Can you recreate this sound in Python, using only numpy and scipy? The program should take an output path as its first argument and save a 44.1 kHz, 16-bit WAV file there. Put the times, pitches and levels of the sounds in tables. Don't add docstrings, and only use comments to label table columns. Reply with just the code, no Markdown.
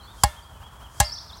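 import sys
import numpy as np
from scipy import signal
from scipy.fft import rfft, irfft
from scipy.io import wavfile

SR = 44100
rng = np.random.default_rng(int(sys.argv[2]) if len(sys.argv) > 2 else 0)


def dump_mix(stems):
    frames = np.atleast_2d(stems).T
    limited = np.clip(frames, -1, 1)
    pcm = np.round(limited * 32767).astype(np.int16)
    wavfile.write(sys.argv[1], SR, pcm)


N = 61739
T = np.arange(N) / SR
RING_ATTACK_S, ECHO_ATTACK_S = .0012, .02


def from_db(db):
    return 10 ** (np.asarray(db) / 20)


def noise(spectrum):
    hz, db = np.transpose(spectrum)
    bins_hz = np.maximum(np.arange(N // 2 + 1) * SR / N, 1)
    gain = from_db(np.interp(np.log(bins_hz), np.log(hz), db))
    x = irfft(rfft(rng.standard_normal(N)) * gain, N)
    return x / x.std()


def drift(rate_hz):
    pole = np.exp(-2 * np.pi * rate_hz / SR)
    x = signal.lfilter([1], [1, -2 * pole, pole * pole], rng.standard_normal(2 * N))[N:]
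    return x / x.std()


def strike(start, attack, t60, hold=0):
    age = T - start
    rise = np.clip(age / attack, 0, 1)
    return rise * np.exp(-np.log(1000) * np.maximum(age - attack - hold, 0) / t60)


def mode(start, hz, t60, db, attack):
    return from_db(db) * strike(start, attack, t60) * np.sin(2 * np.pi * hz * (T - start))


def air():
    # (frequency [Hz], relative level [dB])
    colour = [(20, -24), (35, -12), (55, 2), (100, -6), (180, -17.5), (300, -23), (500, -24), (950, -15.5),
              (1400, -19.5), (2200, -33), (3900, -37.5), (8000, -36.5), (15000, -42), (16500, -36.5)]
    level_db = -46 - 1.5 * drift(rate_hz=15)
    return from_db(level_db) * noise(colour)


def song(notes, waver):
    out = np.zeros(N)
    wobble = 1 + waver * drift(rate_hz=350)
    for start, length, start_hz, middle_hz, end_hz, db in notes:
        u = np.clip(2 * (T - start) / length - 1, -1, 1)
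        slope_hz = (end_hz - start_hz) / 2
        bend_hz = (start_hz + end_hz) / 2 - middle_hz
        hz = middle_hz + u * slope_hz + u ** 2 * bend_hz
        swell = np.sqrt(1 - u ** 2)
        out += from_db(db) * swell * np.sin(2 * np.pi * np.cumsum(hz * wobble) / SR)
    return out


def wood(x):
    tail = rng.standard_normal(N) * strike(.0049, ECHO_ATTACK_S, t60=.73)
    return signal.fftconvolve(x, tail / np.sqrt(np.sum(tail ** 2)))[:N]


def bird(notes, waver, blur, echo_db):
    direct = song(notes, waver)
    flutter_db = 2.5 * drift(rate_hz=90)
    echo = wood(song(notes, blur))
    return from_db(flutter_db) * direct + from_db(echo_db) * echo


def far_bird():
    # (time [s], length [s], start pitch [Hz], middle pitch [Hz], end pitch [Hz], level [dB])
    whistles = [(-.04, .08, 3240, 3270, 2930, -53.5), (.065, .06, 3300, 3540, 3780, -51),
                (.175, 0.056, 3115, 3240, 2910, -50.5), (.25, 0.089, 3184, 3470, 3620, -52),
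                (.355, 0.047, 2957, 3270, 3050, -48.5), (.44, 0.085, 3110, 3310, 3050, -55),
                (.525, 0.061, 3150, 3030, 3070, -57), (.56, 0.049, 2640, 2480, 2380, -64),
                (.613, 0.08, 2685, 3320, 3020, -50.5), (.748, .065, 2890, 3350, 3060, -58.5),
                (.803, 0.073, 2680, 3258, 2690, -51.5), (.945, 0.15, 3200, 3290, 3220, -53.5)]
    return bird(whistles, waver=.008, blur=.02, echo_db=-3.5)


def near_bird():
    # (time [s], length [s], start pitch [Hz], middle pitch [Hz], end pitch [Hz], level [dB])
    chirps = [(.008, 0.028, 4200, 3950, 4050, -52.5), (.028, 0.044, 4300, 4360, 4210, -50.5),
              (.42, 0.028, 4600, 4690, 4940, -58), (1.042, 0.029, 4600, 5490, 4800, -32.5),
              (1.043, 0.023, 3900, 4900, 4700, -32.5), (1.065, 0.022, 4780, 4660, 4790, -28.5),
              (1.094, 0.0075, 4700, 4470, 4250, -32.5), (1.105, 0.02, 4600, 4800, 5000, -54),
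              (1.117, 0.018, 5200, 5260, 5270, -31), (1.132, 0.016, 5200, 5810, 5980, -35.5),
              (1.146, 0.01, 5550, 5370, 4830, -31.5), (1.156, 0.027, 3600, 4670, 4060, -36),
              (1.164, .016, 4880, 5320, 5700, -46), (1.182, 0.011, 5650, 5340, 4700, -35),
              (1.174, 0.034, 3450, 3700, 5200, -44.5), (1.212, 0.0091, 5970, 5060, 4670, -40),
              (1.293, .022, 3700, 3550, 3150, -45), (1.32, .034, 3150, 3900, 4500, -44),
              (1.352, .009, 4500, 5100, 6000, -45), (1.369, 0.022, 6500, 5680, 4800, -45.5)]
    return bird(chirps, waver=.011, blur=.036, echo_db=-6)


def lead_in_hiss(hit):
    # (frequency [Hz], relative level [dB])
    colour = [(200, -20.5), (2500, -18.5), (5000, 0), (8000, -1.5), (11000, -5), (16000, -17.5)]
    peak_db, rise_db_per_s = -49, 147
    return from_db(peak_db - rise_db_per_s * np.abs(hit - T)) * (T < hit) * noise(colour)


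def string_crack(hit, blow, db, t60):
    # (frequency [Hz], relative level in blow 1 [dB], relative level in blow 2 [dB])
    colours = [(200, -32, -27), (544, -12.5, -35), (1100, 5, -3), (1500, -9, -32), (1900, -3, -5),
               (2360, -11, -10.5), (3200, 1.5, 1), (3900, -13, -3.5), (4800, 1.5, -3.5), (6350, -10.5, 1.5),
               (7500, 2.5, 5.5), (9900, -6, 1), (10720, -3.5, -4.5), (12920, -13, -4), (16400, -19.5, -23)]
    colour = [(hz, levels_db[blow]) for hz, *levels_db in colours]
    touch = strike(hit, attack=.0014, t60=t60, hold=.0011)
    tick = from_db(-19.5) * strike(hit + .009, attack=.0014, t60=.011)
    return from_db(db) * (touch + tick) * noise(colour)


def frame_wobble(hit):
    # (frequency [Hz], t60 [s], level [dB], delay [s])
    bends = [(61.3, 0.1, -14, 0.0109), (101.8, 0.066, -11.5, 0.0001), (178, 0.012, -36.5, 0.00076)]
    return sum(mode(hit + delay, hz, t60, db, attack=.004) for hz, t60, db, delay in bends)


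def string_ring(release, blow):
    # (frequency [Hz], t60 [s], level in blow 1 [dB], level in blow 2 [dB])
    bed_modes = [ (599, .16, -27, -25), (820, .072, -8.3, -9.3), (1057, .1, -25, -23),
                 (1668, .055, -21, -15), (684, 0.22, -50, -34), (908, 0.04, -14.5, -17),
                 (1368, 0.18, -44.5, -39), (1853, 0.134, -32, -30), (2095, 0.21, -39.5, -31),
                 (2190, 0.17, -33, -38), (2800, 0.17, -38, -32.5), (3343, 0.12, -33.5, -41),
                 (4380, 0.033, -22.5, -36), (4760, 0.017, -16, -31), (5440, 0.017, -16, -46),
                 (6080, 0.077, -40, -26.5), (7410, 0.017, -25, -8.5), (9070, .035, -25, -24),
                 (10900, 0.022, -22, -38)]
    # (frequency [Hz], t60 [s], level [dB])
    long_rings = [(602, .6, -47), (942, 1.0, -46.5), (1254, .6, -51), (1384, .7, -49), (1755, 0.65, -44.5),
                  (2127, 0.57, -52), (2568, .6, -61.5)]
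    bed = sum(mode(release, hz, t60, levels_db[blow], RING_ATTACK_S) for hz, t60, *levels_db in bed_modes)
    singles = sum(mode(release, hz, t60, db, RING_ATTACK_S) for hz, t60, db in long_rings)
    radiation = signal.butter(3, 480, "high", fs=SR, output="sos")
    return signal.sosfilt(radiation, bed + singles)


def after_ring(release, db):
    # (frequency [Hz], relative level [dB])
    colour = [(200, -15), (500, -11.5), (1000, 1), (1500, -10.5), (2400, -2), (3200, 3.5), (5000, 8),
              (6600, -1), (8800, 1), (11000, -19.5), (16000, -20.5)]
    return from_db(db) * strike(release, RING_ATTACK_S, t60=.14) * noise(colour)


def tree_echo(release):
    # (frequency [Hz], relative level [dB])
    colour = [(200, -25), (1000, 5.5), (2500, -1), (5000, -2.5), (9000, -2.5), (12000, -7.5), (16000, -17)]
    return from_db(-44) * strike(release, ECHO_ATTACK_S, t60=.63) * noise(colour)


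def racket():
    # (time [s], crack level [dB], crack t60 [s], after-ring level [dB])
    blows = [(.2352, -6.5, 0.016, -33), (1.0005, -9.5, 0.024, -23.5)]
    out = np.zeros(N)
    for blow, (hit, crack_db, crack_t60, after_db) in enumerate(blows):
        release = hit + .0024
        out += lead_in_hiss(hit)
        out += string_crack(hit, blow, crack_db, crack_t60) + frame_wobble(hit)
        out += string_ring(release, blow) + after_ring(release, after_db)
        out += tree_echo(release)
    return out


def scene():
    return (far_bird() + near_bird() + racket() + air())[None]


def record(dry):
    ceiling, low_cut_hz, high_cut_hz = 1.3, 29, 15800
    low_cut = signal.butter(4, low_cut_hz, "high", fs=SR, output="sos")
    high_cut = signal.ellip(10, .1, 90, high_cut_hz, fs=SR, output="sos")
    rounded = ceiling * np.tanh(dry / ceiling)
    return signal.sosfilt(high_cut, signal.sosfilt(low_cut, rounded))


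dry = scene()
out = record(dry)
dump_mix(out)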